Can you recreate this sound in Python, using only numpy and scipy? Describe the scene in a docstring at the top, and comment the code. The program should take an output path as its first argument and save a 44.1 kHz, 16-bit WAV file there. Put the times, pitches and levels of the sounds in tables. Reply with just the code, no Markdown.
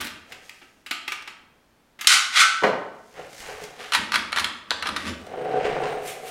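"""A mechanic kneels in a garage, working a brake cable out of a steel backing plate. The end fitting
clicks and jingles on the plate; at 2 s the clip snaps free, the cable rasps through its hole, and a hollow
panel takes a dull bump. He shifts with a rustle and a scuff, then from 3.9 s rocks the plate on the axle
studs in short bursts of clanks until it slides off, ringing. He gets up: a shoe grinds round on gritty
concrete under a faint, thin whirr, and a trouser leg swishes past."""
import sys
import numpy as np
from scipy import signal
from scipy.fft import rfft, irfft
from scipy.io import wavfile

SR = 44100
rng = np.random.default_rng(int(sys.argv[2]) if len(sys.argv) > 2 else 0)


def waveform_to_disk(signal):
    """Save audio, clipped to [-1, 1], as 16-bit WAV at the path in sys.argv[1]."""
    frames = np.transpose(np.atleast_2d(signal))
    scaled = np.clip(frames, -1, 1) * 32767
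    samples = np.round(scaled).astype(np.int16)
    wavfile.write(sys.argv[1], SR, samples)


N = 277830
TIME = np.arange(N) / SR
EQ_GRID_HZ = np.maximum(np.fft.rfftfreq(4096, 1 / SR), 10)

# Table levels are pre-fader: each layer sets its own gain. EQ curves give tone only.
# the plate knocks on its studs: start_s, level_db, tilt_db_per_octave, chatter_s
CLANKS = [(3.921, -8.5, -0.5, 0.0058), (3.935, -3.5, 1, 0.019), (3.949, -2, 0.5, 0.0064),
          (4.12, -10.5, 0.5, 0.0032), (4.132, -14, -2.5, 0.0087), (4.141, -4, -1, 0.014),
          (4.157, -5, 0, 0.0036), (4.321, -19.5, 0.5, .003), (4.328, -10.5, -1.5, 0.0027),
          (4.361, -8.5, -.5, 0.0086), (4.372, -8.5, -2, 0.0061), (4.385, -9, 0.5, 0.003),
          (4.396, -10, 2.5, 0.0094), (4.444, -8, 1, 0.0029), (4.707, -6, -0.5, 0.00079),
          (4.714, -12.5, -6, 0.0027), (4.824, -12.5, -1.5, 0.0037), (4.83, -18, -3, 0.0077),
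          (4.857, -13.5, -4, 0.0092), (4.87, -10.5, -0.5, 0.0056), (4.889, -14.5, -0.5, 0.0046),
          (4.963, -10, 0, 0.0066)]
# hard tone of plate on stud: freq_hz, gain_db
CLANK_EQ = [(180, -37), (300, -30), (462, -20.5), (801, -12.5), (946, -5.5), (1040, -9), (1170, -1.5),
            (1460, -2), (1640, -4), (1840, -3.5), (3460, -5.5), (3830, -7.5), (7820, -22), (10000, -20),
            (16000, -42)]
# choked ring of the plate held on its studs: pitch_hz, level_db, t60_s
GRIPPED_MODES = [(996, -9.5, 0.2), (1380, 3.5, 0.091), (1499, 4, 0.093), (1932, -3.5, 0.18),
                 (2270, -20, .07), (4000, 4, 0.058), (4250, 4.5, 0.048), (9930, -14, 0.098)]
# open ring of the free plate: pitch_hz, level_db, t60_s
FREE_MODES = [(1205, -10.5, 0.65), (1327, 10.5, 0.8), (1370, -10.5, 0.93), (1515, 9, 0.87),
              (1460, -15.5, 0.33), (1505, 5, 0.96), (1910, -12.5, .5), (2210, -13, .45),
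              (2120, -11.5, 0.35), (2240, -12.5, .45), (2730, -9, 0.43), (2960, 5, 0.94),
              (3090, -0.5, 0.38), (3700, -9.5, .4), (5100, -11, .4), (5500, -9.5, 0.32), (6140, -12, 0.14),
              (7150, -15, 0.32)]
# the plate leaves the last stud: start_s, level_db, tilt_db_per_octave
RELEASE = [(5.075, -33.5, 17.5)]
# steel slides on steel: peak_s, level_db, rise_s, fall_s
SLIDES = [(0.012, -25, 0.032, 0.12), (3.81, -34, 0.05, 0.39), (4.7, -37, 0.021, 0.024),
          (5.0, -35, 0.099, 0.09), (5.085, -26, 0.074, 0.055)]
# tugs on the plate shake the axle: peak_s, level_db
TUGS = [(0.02, -36), (3.99, -34), (4.18, -37), (4.41, -35.5), (4.73, -44), (4.9, -32.5), (5.08, -29.5)]
# low rumble of the axle: freq_hz, gain_db
AXLE_EQ = [(21, -48), (35, -21), (86, 2), (130, -14), (227, 4), (268, -1.5), (300, 1), (438, -9.5),
           (500, -9.5), (650, -5.5), (1100, -120)]

# the clip snaps out of the plate: start_s, level_db, tilt_db_per_octave, chatter_s
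CLIP_SNAP = [(2.071, -7.5, 5, 0.0041)]
# short pulls draw the cable through its hole: peak_s, level_db, rise_s, fall_s, treble_db
PULLS = [(2.124, -12.5, 0.11, 0.095, 1), (2.373, -12, 0.039, 0.024, -14), (2.41, -9, .05, 0.044, -3)]
# biting tone of the cable on the hole's edge: freq_hz, gain_db
RASP_EQ = [(120, -56.5), (200, -34.5), (236, -31.5), (416, -38), (696, -21.5), (933, -19), (1180, -6.5),
           (1500, 0), (1680, -10.5), (2130, -2.5), (2560, -8), (3310, -5.5), (7270, -13), (9750, -17.5),
           (16000, -40)]
# hard catches of the cable ring the plate: start_s, level_db, tilt_db_per_octave
CATCHES = [(2.072, -19.5, 20.5), (2.128, -27, 24), (2.412, -17.5, -9)]

# the end fitting taps the plate: start_s, level_db, tilt_db_per_octave, chatter_s
FITTING_TAPS = [(0.009, -28, 10.5, .008), (0.044, -34.5, 12, 0.014), (0.069, -25, 4.5, 0.0063),
                (0.321, -26.5, 3, .0065), (0.494, -29.5, 4, 0.0023), (0.616, -35.5, -2.5, 0.018),
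                (0.862, -25, 2.5, .012), (0.91, -11.5, 2, 0.0067), (1.078, -15, 1, .006),
                (1.12, -15.5, 1.5, .006), (1.275, -23.5, 1, 0.01), (1.99, -29, 1, .017),
                (2.01, -18.5, 5.5, 0.011), (2.044, -20, 1.5, 0.0092)]
# broad clack of a tap: freq_hz, gain_db
FITTING_EQ = [(88, -52), (150, -23.5), (291, -9.5), (484, -19.5), (888, -10.5), (1080, -13.5), (1240, -6),
              (1480, -6.5), (2650, -6), (5910, -23), (9630, -31.5), (11700, -32), (14500, -39),
              (16000, -42.5)]
# jingle after a tap: pitch_hz, level_db, t60_s
FITTING_MODES = [(1210, 2, .5), (1296, 2, 0.62), (1690, -10, 0.5), (2400, -9.5, .55), (2540, -3, .5),
                 (2740, 3, 0.45), (3020, -5, .4), (3250, -4.5, 0.99), (4460, -7, .4), (5873, -16, 0.33),
                 (7740, -16.5, .4), (8300, -18, .4), (9800, -15, 0.31), (11010, -19, .35),
                 (11140, -21, .35), (14500, -20.5, 0.2)]

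# bumps on the panel: start_s, level_db, tilt_db_per_octave, chatter_s
BUMPS = [(2.622, -29, -4, 0.018), (2.634, -10, 3, .012), (2.639, -10, 0, 0.018), (2.652, -20.5, 0, 0.008),
         (2.666, -13.5, 1.5, 0.027), (2.728, -28, -2, 0.018)]
# hollow body of the panel: freq_hz, gain_db
PANEL_EQ = [(35, -62), (60, -46), (110, -22), (190, -10), (270, -9), (340, -10), (540, -1), (770, -9),
            (900, -7), (1370, -12), (2300, -19), (7000, -45), (12000, -62)]

# the sole scuffs as the leg shifts: peak_s, level_db
SCUFFS = [(0.32, -41.5), (3.19, -34), (3.495, -32.5), (3.62, -38), (3.81, -36.5)]
# the sole turns under his weight: time_s, level_db
PIVOT_FADER = [(5.25, -39), (5.35, -28), (5.62, -20), (5.84, -23.5), (6.02, -27), (6.12, -37), (6.3, -32.5)]
# the sole slips in jerks: start_s, level_db
SLIPS = [(3.195, -31), (3.488, -35), (3.619, -30.5), (5.339, -25), (5.381, -22.5), (5.413, -21.5),
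         (5.456, -19), (5.542, -17), (5.651, -15.5), (5.766, -15), (5.822, -18)]
# low-mid groan of rubber on concrete: freq_hz, gain_db
SOLE_EQ = [(35, -32), (70, -34), (140, -9.5), (220, -18), (320, -12), (380, -8.5), (425, 2.5), (485, 2),
           (560, -2), (620, -5.5), (690, -1.5), (755, 4), (840, -11), (960, -18), (1500, -18), (4000, -64)]
# grit is crushed under the shoe: peak_s, level_db
CRUNCHES = [(3.43, -38.5), (5.65, -27), (5.84, -30.5)]
# sandy tone of the grit: freq_hz, gain_db
GRIT_EQ = [(470, -15.5), (800, -11.5), (876, -9.5), (1320, -12.5), (1760, -10.5), (3090, -15.5),
           (3390, -21), (7000, -33.5), (9100, -38), (15400, -120)]

# sleeves and jeans rub: peak_s, level_db, rise_s, fall_s
RUSTLES = [(0.32, -50, 0.084, .1), (0.45, -51, 0.07, 0.41), (3.2, -55, 0.56, 0.31), (3.4, -41, 0.16, 0.52),
           (3.64, -43, 0.043, 0.036), (3.82, -53, 0.042, 0.41), (5.2, -54, 0.24, 0.33),
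           (5.66, -52, .07, 0.14), (5.89, -48, 0.064, 0.17)]
# zips and buttons tick: start_s, level_db
TICKS = [(1.223, -30), (3.33, -30), (3.403, -26.5), (3.638, -26), (5.266, -33), (5.838, -36)]
# crisp tone of the cloth: freq_hz, gain_db
CLOTH_EQ = [(1180, -15), (2000, -6.5), (2490, -9), (2910, -9.5), (4190, -10.5), (6530, -10), (14700, -23.5),
            (16000, -28)]
# a trouser leg sweeps past: peak_s, level_db
SWISHES = [(6.085, -34.5), (6.28, -40.5)]
# airy tone of the sweep: freq_hz, gain_db
SWISH_EQ = [(710, -40), (1200, -4), (1490, -7.5), (2400, -2.5), (3950, -10.5), (4310, -10.5), (4910, -13),
            (8910, -11), (14700, -18), (16000, -29)]

# the whirr swells and drops away: time_s, level_db
WHIRR_FADER = [(5.05, -59), (5.2, -59), (5.6, -52.5), (5.95, -48), (6.05, -71)]
# narrow treble peaks of the whirr: freq_hz, gain_db
WHIRR_EQ = [(3000, -25), (3900, 2.5), (4600, -34), (7800, -24), (8600, -1), (9100, -16), (9800, -17),
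            (13500, -26), (15000, -14), (16000, -20)]
# dark bed of room air: freq_hz, gain_db
AIR_EQ = [(20, -13), (45, -13), (60, -7), (90, -12), (150, -12), (230, -7), (330, -12), (700, -15),
          (1500, -19), (4000, -27), (8000, -33), (15000, -37)]
# reverb time of the garage: freq_hz, t60_s
GARAGE_T60 = [(150, 0.82), (400, .7), (1000, 0.76), (2800, 0.56), (7000, 0.51), (14000, 0.17)]


def plate(studs=4):
    """The gripped plate knocks on its studs in turn, slides along them and rings free; the axle rumbles."""
    knocks = 0
    for stud in range(studs):  # each spot radiates into the room in its own way
        hits = blows(CLANKS[stud::studs], first_contact=0.33, rise_s=0.00033)
        knocks += garage(eq(hits, CLANK_EQ) * undb(-9), wet_db=-5, build_s=0.00071)
    choked_ring = ringing(CLANKS, GRIPPED_MODES, hardness=0.51) * undb(-22)
    open_ring = ringing(RELEASE, FREE_MODES, hardness=1) * undb(-22.5)
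    rub = eq(friction(rate_hz=1200, spread_db=3), CLANK_EQ) * strokes(SLIDES) * undb(-6)
    tugs = strokes(TUGS, rise_s=0.069, fall_s=0.25)
    rumble = eq(rng.standard_normal(N), AXLE_EQ) * tugs * undb(-4.5)
    return knocks + choked_ring + open_ring + rumble + garage(rub, wet_db=-5.5, build_s=0.002)


def cable():
    """The clip snaps out and the wound cable rasps over the edge of the hole; the plate rings on."""
    rasp = friction(rate_hz=5000, spread_db=1.5)
    body = signal.sosfilt(signal.butter(1, 3500, fs=SR, output="sos"), rasp)
    treble = rasp - body
    pulled = 0
    for peak_s, level_db, rise_s, fall_s, treble_db in PULLS:
        pull = stroke(peak_s, level_db, rise_s, fall_s)
        trail = stroke(peak_s, level_db - 26.5, rise_s, fall_s=0.28)  # the cable drags on softly
        pulled += np.maximum(pull, trail) * (body + treble * undb(treble_db))
    unclipped = TIME > CLIP_SNAP[0][0]
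    snap = blows(CLIP_SNAP, first_contact=0.2, rise_s=0.00025)
    scrape = eq(pulled * unclipped + snap, RASP_EQ) * undb(-1)
    ring = ringing(CATCHES, FREE_MODES, hardness=1) * undb(-18)
    return garage(scrape, wet_db=-4, build_s=0.0037) + shimmer(scrape) * undb(-13.5) + ring


def shimmer(scrape, modes=70, low_hz=1807, high_hz=9150, t60_s=0.24):
    """A scrape wakes the closely spaced high modes of sheet steel."""
    t = TIME[:SR]
    jitter, phase = rng.random((modes, 2)).T
    pitch_hz = low_hz * (high_hz / low_hz) ** ((np.arange(modes) + jitter) / modes)
    cluster = np.cos(2 * np.pi * (pitch_hz[:, None] * t + phase[:, None])).sum(0)
    return through(scrape, unit(cluster * undb(-60 * t / t60_s)))


def fitting():
    """The cable's end fitting taps the plate: a broad clack, and a jingle that light taps hardly wake."""
    taps = blows(FITTING_TAPS, first_contact=0.15, rise_s=0.00066)
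    clack = eq(taps, FITTING_EQ) * undb(-5)
    expansion = 1.17  # dB of ring per dB of tap
    strikes = [(start_s, expansion * level_db, tilt) for start_s, level_db, tilt, _ in FITTING_TAPS]
    jingle = ringing(strikes, FITTING_MODES, hardness=0.55) * undb(-24.5)
    return garage(clack, wet_db=-4.5, build_s=0.003) + jingle


def panel():
    """A bumped hollow panel gives a dull, quickly damped boom."""
    bumps = blows(BUMPS, first_contact=0.13, rise_s=0.00156)
    return garage(eq(bumps, PANEL_EQ) * undb(3.5), wet_db=-6.5, build_s=0.0037)


def shoe(slip_tilt=0.5, slip_chatter_s=0.0053):
    """A rubber sole drags, sticks and slips over concrete, crushing grit as it goes."""
    scuff = strokes(SCUFFS, rise_s=0.069, fall_s=0.14)
    pivot = fader(PIVOT_FADER)
    drag = friction(rate_hz=500, spread_db=4.5) * (scuff + pivot) * undb(-7)
    slips = [(*slip, slip_tilt, slip_chatter_s) for slip in SLIPS]
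    jerks = blows(slips, first_contact=2, rise_s=0.00051)
    crush = scuff * undb(-4.5) + pivot * undb(-17) + strokes(CRUNCHES, rise_s=0.022, fall_s=0.1)
    grit = friction(rate_hz=1000, spread_db=1) * crush * undb(-3.5)
    return garage(eq(drag + jerks, SOLE_EQ) + eq(grit, GRIT_EQ), wet_db=-6.5, build_s=0.012)


def clothes(tick_tilt=-3, tick_chatter_s=0.0052):
    """Shirt and jeans rustle fibre by fibre, zips and buttons tick, and a trouser leg swishes."""
    rustle = friction(rate_hz=2500, spread_db=5) * strokes(RUSTLES) * undb(-3.5)
    touches = [(*tick, tick_tilt, tick_chatter_s) for tick in TICKS]
    ticks = blows(touches, first_contact=0.44, rise_s=0.00038) * undb(-9)
    sweeps = strokes(SWISHES, rise_s=0.068, fall_s=0.097)
    swish = friction(rate_hz=8100, spread_db=4.5) * sweeps * undb(1)
    return garage(eq(rustle + ticks, CLOTH_EQ) + eq(swish, SWISH_EQ), wet_db=-6, build_s=0.0021)


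def whirr():
    """A thin, grainy whirr high in the treble."""
    grains = friction(rate_hz=500, spread_db=4)
    return eq(grains, WHIRR_EQ) * fader(WHIRR_FADER) * undb(-7.5)


def room_tone():
    """Still air lays a faint, steady bed of dark noise."""
    return eq(rng.standard_normal(N), AIR_EQ) * undb(-61.5)


def garage(x, wet_db, build_s):
    """Hard walls add a diffuse tail that builds up quickly and loses its treble first."""
    t = TIME[:SR]
    spectrum = rfft(rng.standard_normal(SR))
    bands_hz = 125 * 2. ** np.arange(8)
    log_hz = np.log(np.maximum(np.arange(len(spectrum)), 1))
    tail = 0
    for share, t60_s in zip(np.eye(len(bands_hz)), on_log_axis(GARAGE_T60, bands_hz)):
        band = irfft(spectrum * np.interp(log_hz, np.log(bands_hz), share), SR)
        tail += band * undb(-60 * t / t60_s)
    bloom = 1 - np.exp(-t / build_s)
    return x + undb(wet_db) * through(x, unit(tail * bloom))


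def blows(rows, first_contact, rise_s):
    """Contact force: each blow is a sharp touch and a burst of chatter, tilted bright or dull."""
    t = TIME[:len(EQ_GRID_HZ) * 2]
    force = np.zeros(N + len(t))
    octaves = np.log2(np.maximum(EQ_GRID_HZ, 300) / 2500)
    attack = 1 - np.exp(-t / rise_s)
    for start_s, level_db, tilt, chatter_s in rows:
        push = unit(rng.standard_normal(len(t)) * attack * np.exp(-t / chatter_s))
        push[int(rise_s * SR)] += first_contact
        start = int(start_s * SR)
        force[start:start + len(t)] += through(unit(push), minimum_phase(tilt * octaves)) * undb(level_db)
    return force[:N] * np.sqrt(0.003 * SR)


def ringing(rows, modes, hardness, attack_s=0.002):
    """Each blow starts the modes of a steel part; brighter blows favour the high ones."""
    t = TIME[:SR]
    pitch_hz, mode_db, t60_s = np.transpose(modes)
    envelopes = (1 - np.exp(-t / attack_s)) * undb(-60 * t / t60_s[:, None])
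    partials = envelopes * np.sin(2 * np.pi * pitch_hz[:, None] * t)
    octaves = np.log2(pitch_hz / 2500)
    ring = np.zeros(N + SR)
    for start_s, level_db, tilt, *_ in rows:
        start = int(start_s * SR)
        ring[start:start + SR] += undb(level_db + mode_db + hardness * tilt * octaves) @ partials
    return ring[:N]


def friction(rate_hz, spread_db):
    """Surfaces catch and release in random clicks of uneven size, at an rms of one."""
    catches = rng.random(N) < rate_hz / SR
    size = undb(spread_db * np.clip(rng.standard_normal(N), -2, 2))
    polarity = np.sign(rng.standard_normal(N))
    return unit(catches * size * polarity) * np.sqrt(N)


def stroke(peak_s, level_db, rise_s, fall_s):
    """Envelope of one movement: up 20 dB over the rise time, down 20 dB over the fall time."""
    from_peak = np.maximum((peak_s - TIME) / rise_s, (TIME - peak_s) / fall_s)
    return undb(level_db - 20 * np.minimum(from_peak, 10))


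def strokes(rows, **shared_shape):
    """Envelope of several movements; rise and fall come from each row or are shared by all."""
    return sum(stroke(*row, **shared_shape) for row in rows)


def fader(curve, fade_s=0.06):
    """Ride the gain along a curve, fading in from silence and back out."""
    time_s, level_db = np.transpose(curve)
    points_s = np.r_[time_s[0] - fade_s, time_s, time_s[-1] + fade_s]
    return np.interp(TIME, points_s, np.r_[0, undb(level_db), 0])


def eq(x, curve):
    """Colour a sound with an EQ curve scaled to unit energy."""
    return through(x, unit(minimum_phase(on_log_axis(curve, EQ_GRID_HZ))))


def minimum_phase(gain_db):
    """Tightest causal impulse response with these gains on the EQ grid."""
    cepstrum = irfft(np.log(undb(gain_db)))
    half = len(cepstrum) // 2
    cepstrum[1:half] *= 2
    cepstrum[half + 1:] = 0
    return irfft(np.exp(rfft(cepstrum)))[:half]


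def on_log_axis(curve, freq_hz):
    """Read a curve at any frequency, interpolating in octaves."""
    known_hz, values = np.transpose(curve)
    return np.interp(np.log(freq_hz), np.log(known_hz), values)


def through(x, response):
    """Pass a sound through an impulse response."""
    return signal.fftconvolve(x, response)[:len(x)]


def unit(x):
    """Scale to an energy of one."""
    return x / np.sqrt(np.sum(x ** 2))


def undb(db):
    """Decibels to gain."""
    return 10 ** (np.asarray(db) / 20)


def scene():
    """Mono mix of the metalwork and the mechanic's movements over room tone."""
    return (fitting() + cable() + plate() + panel() + shoe() + clothes() + whirr() + room_tone())[None]


def record(dry):
    """Clip any peaks over full scale, then cut the top steeply at 16 kHz."""
    high_cut = signal.ellip(10, 0.1, 70, 16000, fs=SR, output="sos")
    return signal.sosfilt(high_cut, np.clip(dry, -1, 1))


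dry = scene()
out = record(dry)
waveform_to_disk(out)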